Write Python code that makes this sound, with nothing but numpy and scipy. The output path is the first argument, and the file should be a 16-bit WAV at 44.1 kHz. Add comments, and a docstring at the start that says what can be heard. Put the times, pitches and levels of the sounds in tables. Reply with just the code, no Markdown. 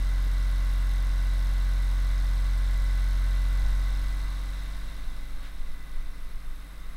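"""A mains-powered percussion massager runs at 45 strokes a second on a person's back in a small room.
From the start its head throbs, its gears whine and rattle in the plastic housing, and the linkage ticks
at each turn of the stroke. After about four seconds the hand-held microphone backs away, rumbling as
it is carried, and clothing brushes once. The direct sound falls with distance while the room's
reverberation holds, so by the end the throb has faded far more than the rattle."""
import sys
import numpy as np
from scipy import signal
from scipy.fft import rfft, irfft, next_fast_len
from scipy.io import wavfile
from scipy.ndimage import uniform_filter1d, map_coordinates

SR = 44100
rng = np.random.default_rng(int(sys.argv[2]) if len(sys.argv) > 2 else 0)


def log_audio(samples):
    """Write samples as a 16-bit WAV file to the path given in sys.argv[1]."""
    # one column per channel
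    frames = np.atleast_2d(samples).T
    # limit to full scale, then quantise
    limited = np.clip(frames, -1, 1)
    pcm = np.round(limited * 32767).astype(np.int16)
    wavfile.write(sys.argv[1], SR, pcm)


N = 306936
TIME = np.arange(N) / SR
RIPPLE_HZ = 119.95  # motor torque pulses at twice the mains frequency
# path of the microphone away from the massager: time_s, distance_m
DISTANCE = [(0, 0.31), (3.75, .3), (4.15, 0.39), (4.7, 0.52), (5.2, 0.83), (5.8, 1.14), (6.96, 1.3)]


def massager():
    """Forced vibration: one slightly unsteady shaft sets the period of head, gears and linkage."""
    # shaft speed: time_s, stroke_rate_hz
    speed = [(0, 44.99), (1.1, 45.02), (2.3, 45.17), (3.4, 45.17), (4.5, 45.22), (5.2, 45.38), (5.8, 45.22),
             (6.96, 45.2)]
    turns = np.cumsum(curves(speed)[0]) / SR + .28 + .0015 * wobble(9)
    return head_throb(turns) + body_hum(turns) + gear_whine(turns) + shell_whistle(turns) + clatter(turns)


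def head_throb(turns):
    """Near field: the reciprocating head makes a low pressure wave that falls steeply with distance."""
    # partials of the head: shaft_order, ripple_order, relative_db
    partials = [(1, 0, 0), (2, 0, -21), (0, 1, -29)]
    gain = amp(-24) * spreading(plateau_m=.05, falloff=2.07, far_db=-18.5)
    return gain * shaft_tones(partials, turns, waver_db=.08, nodes_db=.6)


def body_hum(turns):
    """Radiation from a vibrating surface: the shaking body hums at low shaft orders and sidebands."""
    # partials of the body: shaft_order, ripple_order, relative_db
    partials = [(3, 0, -9), (1, 1, -3), (4, 0, -29), (7, -1, -17.5), (2, 1, -17), (5, 0, -20), (1, 2, -9.5),
                (7, 0, -24)]
    gain = amp(-47.5) * spreading(plateau_m=.14, falloff=.9, far_db=-19)
    return gain * shaft_tones(partials, turns, waver_db=.17, nodes_db=.7)


def gear_whine(turns):
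    """Periodic meshing: the gears sound high harmonics of the shaft rate."""
    # partials of the gears: shaft_order, ripple_order, relative_db
    partials = [(11, 0, -69), (12, 0, -62.5), (13, 0, -67.5), (12, 1, -68.5), (15, 0, -65), (15, 1, -70),
                (18, 0, -73.5), (19, 0, -77), (20, 0, -72.5), (24, -1, -66.5), (23, 0, -65), (24, 0, -59.5),
                (28, -1, -68), (24, 1, -72.5), (33, -1, -68), (31, 0, -66.5), (35, -1, -63), (31, 1, -67),
                (34, 0, -65.5), (35, 0, -67), (36, 0, -67.5), (37, 0, -63)]
    gain = amp(-.63) * spreading(plateau_m=.21, falloff=1.64, far_db=-11)
    return gain * shaft_tones(partials, turns, waver_db=.7, nodes_db=1.5)


def shell_whistle(turns):
    """Resonance: three gear orders sing in the shell, and the whistle swells now and then."""
    # partials of the whistle: shaft_order, ripple_order, relative_db
    partials = [(36, -1, -62), (47, -1, -60), (45, 0, -72)]
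    # swells of the whistle: peak_s, lift_db
    swells = [(2.1, 1.5), (2.9, 3), (3.5, 4), (4.15, 5), (4.8, 4), (5.85, 7.5)]
    swell_db = sum(db * bell_curve(s, half_s=.23) for s, db in swells)
    gain = amp(swell_db + .3) * spreading(plateau_m=.2, falloff=1.7, far_db=-9)
    return gain * shaft_tones(partials, turns, waver_db=.8, nodes_db=.5)


def shaft_tones(partials, turns, waver_db, nodes_db):
    """Modulation: torque ripple puts sidebands beside the shaft harmonics; each tone wavers slightly."""
    out = np.zeros(N)
    for order, side, db in partials:
        cycles = round(order) * turns + round(side) * RIPPLE_HZ * TIME + rng.random()
        level_db = db + nodes_db * standing_waves() + waver_db * wobble(6)
        out += amp(level_db) * np.sin(2 * np.pi * cycles)
    return np.sqrt(2) * out


def clatter(turns):
    """Direct and diffuse fields: rattle, rasp and ticks fade with distance; the gears' reverb holds."""
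    rattle = amp(-49) * gear_rattle(tooth_force(turns, repeat=.29, ripple=.078, load=.14, scatter_db=.6))
    rasp = amp(-55.5) * shell_rasp(tooth_force(turns, repeat=.24, ripple=.05, load=.11, scatter_db=3))
    ticks = amp(-60) * linkage_ticks(turns)
    direct = (rattle * spreading(plateau_m=.64, falloff=2.12, far_db=-21)
              + rasp * spreading(plateau_m=1.32, falloff=4.1, far_db=-25)
              + ticks * spreading(plateau_m=.27, falloff=1.26, far_db=-10.5))
    return direct + amp(-10.5) * room(rattle + rasp, t60_s=.36)


def tooth_force(turns, repeat, ripple, load, scatter_db):
    """Amplitude modulation: load and torque ripple vary a tooth force part periodic, part random."""
    size = 1024  # points in one turn
    orders = np.arange(size // 2 + 1)
    phases = np.exp(2j * np.pi * rng.random(len(orders)))
    profile = irfft(phases * (orders >= 38) * (orders < 128))
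    regular = unit(np.interp(turns * size, np.arange(size), profile, period=size))
    loose = unit(rng.standard_normal(N) * amp(scatter_db * wobble(700)))
    pressure = 1 + ripple * np.sin(2 * np.pi * RIPPLE_HZ * TIME) + load * np.cos(2 * np.pi * (turns - .8))
    return (repeat * regular + loose) * pressure


def gear_rattle(force):
    """Source and filter: the tooth force is coloured as it leaves the housing."""
    # broad spectrum of the rattle: frequency_hz, gain_db
    spectrum = [(150, -45), (380, -12.5), (600, -3.5), (850, 0.5), (1200, 1.5), (1900, -2), (2250, -1),
                (2500, -10), (3300, -6.5), (4600, -9.5), (5500, -9), (7000, -15.5), (10000, -18),
                (15500, -24.5)]
    return unit(filtered(force, lambda hz: colour(spectrum, hz) * housing(hz)))


def shell_rasp(force):
    """Modal superposition: close shell modes of alternating sign add up to a bright rasp."""
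    # buzzing shell modes: centre_hz, width_hz, relative_db
    modes = [(3509, 120, -2.5), (3594, 390, -2.5), (3802, 160, -1), (3990, 185, -6), (4347, 88, -8.5)]

    def response(hz):
        cluster = sum((-1) ** k * amp(db) * resonance(hz, centre, width)
                      for k, (centre, width, db) in enumerate(modes))
        return cluster * resonance(hz, 3670, 1800)
    return unit(filtered(force, response))


def linkage_ticks(turns, jitter_turns=.006, scatter_db=.9, scrape_s=.00095, scrape=.21):
    """Impact excitation: slack closes at set points of each stroke, and the meeting faces scrape."""
    # contacts in one stroke: phase_turns, centre_hz, width_hz, relative_db
    contacts = [(.33, 12200, 1800, -7.5), (.39, 9240, 2400, -4), (.46, 12360, 1400, -4.5),
                (.49, 5050, 1410, 2), (.92, 7200, 3000, -6)]
    out = np.zeros(N)
    touch = signal.windows.gaussian(SR // 100, scrape_s * SR)
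    strokes = np.arange(int(turns[-1]))
    for phase, centre, width, db in contacts:
        timing, strength = rng.standard_normal((len(strokes), 2)).T
        onsets = np.searchsorted(turns, strokes + phase + jitter_turns * timing).clip(0, N - 1)
        blows = np.bincount(onsets, amp(scatter_db * strength), N)
        chatter = signal.fftconvolve(blows, touch, "same") * rng.standard_normal(N)
        force = blows + scrape * chatter
        out += amp(db) * unit(filtered(force, lambda hz: resonance(hz, centre, width) ** 2))
    return unit(filtered(out, housing))


def housing(hz):
    """Frequency response: the plastic body lifts the sound at its resonances."""
    # housing modes: centre_hz, width_hz, lift_db
    modes = [(1134, 23, 2), (1511, 56, 6), (2019, 64, 8), (2740, 17, 9), (6400, 290, 4.5), (8000, 650, 6),
             (9000, 180, 5.5), (9450, 230, 5.5), (10200, 210, 3), (11170, 370, 5), (12200, 280, 3.5)]
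    return 1 + sum((amp(db) - 1) * resonance(hz, centre, width) for centre, width, db in modes)


def spreading(plateau_m, falloff, far_db):
    """Spreading loss: gain is flat within the plateau, then a power law down to the room's share."""
    metres = curves(DISTANCE)[0]
    direct = (np.hypot(metres[0], plateau_m) / np.hypot(metres, plateau_m)) ** falloff
    return np.hypot(direct, amp(far_db))


def standing_waves(extremes_per_m=4.46):
    """Interference: a tone rises and falls as the microphone crosses the room's peaks and dips."""
    metres = curves(DISTANCE)[0]
    path = extremes_per_m * (metres - metres[0])
    return np.sin(np.pi * path * rng.uniform(.48, 1)) * rng.standard_normal()


def room(x, t60_s):
    """Reverberation: reflections from the near walls merge into an exponentially decaying tail."""
    # colour of the reflections: frequency_hz, gain_db
    walls = [(100, -39), (170, -5), (400, -3), (700, -9.5), (1100, 4.5), (2000, -2), (4000, -2.5),
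             (6500, -2.5), (10000, 4.5), (12500, 9.5), (15500, 11)]
    t = TIME[:SR // 2]
    tail = rng.standard_normal(len(t)) * amp(-60 * t / t60_s) * (t > .004)
    wet = signal.fftconvolve(x, tail / np.linalg.norm(tail))[:N]
    return filtered(wet, lambda hz: colour(walls, hz))


def table_knocks():
    """Damped resonance: soft knocks on the padded table give brief, low bands of noise."""
    # knocks: peak_s, level_db, centre_hz
    knocks = [(.27, -52, 290), (3.69, -63, 169)]
    out = np.zeros(N)
    for s, db, centre in knocks:
        thud = unit(filtered(rng.standard_normal(N), lambda hz: resonance(hz, centre, 170)))
        out += amp(db) * thud * bell_curve(s, half_s=.037)
    return out


def cloth_brush():
    """Friction: sliding cloth gives a short swell of noise."""
    # brush of clothing: peak_s, half_length_s, level_db
    brushes = [(5.462, 0.036, -52)]
    # spectrum of the cloth: frequency_hz, gain_db
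    spectrum = [(300, -13), (1500, 1), (3000, -4), (6000, -15), (15000, -28)]
    return sum(amp(db) * noise(spectrum) * bell_curve(s, half) for s, half, db in brushes)


def handling():
    """Structure-borne sound: the held microphone rumbles and a sleeve rubs, both more in motion."""
    # shifts of grip and footsteps: peak_s, half_length_s, level_db
    jolts = [(0.01, 0.077, -38), (3.685, 0.057, -26), (5.09, 0.088, -29), (5.37, .06, -27.5),
             (5.61, 0.16, -31.5), (6.03, 0.14, -32), (6.35, 0.16, -31.5), (6.92, .09, -31.5)]
    # spectrum of the rumble: frequency_hz, gain_db
    rumble_spectrum = [(3, -14), (10, -10), (20, -1), (27, -12.5), (36, -26), (60, -42), (150, -125),
                       (400, -120)]
    # spectrum of the sleeve: frequency_hz, gain_db
    sleeve_spectrum = [(60, -9), (170, -15), (250, 0.5), (400, -15), (600, -17), (2000, -49), (15000, -80)]
    log_distance = np.log(curves(DISTANCE)[0])
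    pace = uniform_filter1d(np.abs(np.gradient(log_distance)) * SR, SR // 4)
    jolt_gain = sum(amp(db) * bell_curve(s, half) for s, half, db in jolts)
    rumble_gain = amp(-44) + amp(-39) * pace + jolt_gain
    sleeve_gain = amp(-69.5) + amp(-61) * pace
    return rumble_gain * noise(rumble_spectrum) + sleeve_gain * noise(sleeve_spectrum)


def still_air():
    """Ambient noise: a faint, steady floor, strongest in the bass."""
    # spectrum of the quiet room: frequency_hz, gain_db
    spectrum = [(30, -1), (70, -4), (150, -7), (260, -10), (400, -11), (800, -16.5), (2500, -17.5),
                (6500, -38), (10200, -26), (13600, -45), (15500, -29)]
    return amp(-56) * noise(spectrum)


def amp(db):
    """Decibels to gain."""
    return 10 ** (np.asarray(db) / 20)


def unit(x):
    """Scale to rms 1."""
    return x / np.sqrt(np.mean(x ** 2) + 1e-20)


def bell_curve(peak_s, half_s):
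    """Gaussian envelope, down to 1/e at half_s from its peak."""
    return np.exp(-((TIME - peak_s) / half_s) ** 2)


def curves(rows):
    """Linear interpolation: one value per sample for each column after the time."""
    times, *columns = np.transpose(rows)
    return [np.interp(TIME, times, column) for column in columns]


def wobble(rate_hz, steps=6):
    """A smooth spline through random knots, rate_hz of them a second."""
    knots = rng.standard_normal(int(N * rate_hz / SR) + 4)
    fine = map_coordinates(knots, [np.arange((len(knots) - 1) * steps) / steps])
    return np.interp(TIME * rate_hz * steps, np.arange(len(fine)), fine)


def filtered(x, response):
    """Linear filtering: the spectrum of x times a frequency response."""
    size = next_fast_len(N + SR // 2)
    return irfft(rfft(x, size) * response(np.fft.rfftfreq(size, 1 / SR)), size)[:N]


def colour(points, hz):
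    """Gain through (frequency_hz, gain_db) points on a log axis."""
    frequencies, db = np.transpose(points)
    return amp(np.interp(np.log(hz + 1), np.log(frequencies + 1), db))


def resonance(hz, centre, width):
    """Band-pass response of one damped oscillator."""
    return 1j * hz * width / (centre ** 2 - hz ** 2 + 1j * hz * width)


def noise(points):
    """Coloured noise of rms 1."""
    return unit(filtered(rng.standard_normal(N), lambda hz: colour(points, hz)))


def scene():
    """Superposition: the massager, small contact noises and the still air add in one channel."""
    return (massager() + table_knocks() + cloth_brush() + handling() + still_air())[None]


def record(dry):
    """Band limiting: a steep low-pass removes the highest treble."""
    cutoff_hz = 15730
    band_limit = signal.ellip(12, .1, 90, cutoff_hz, fs=SR, output="sos")
    return signal.sosfilt(band_limit, dry)


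dry = scene()
out = record(dry)
log_audio(out)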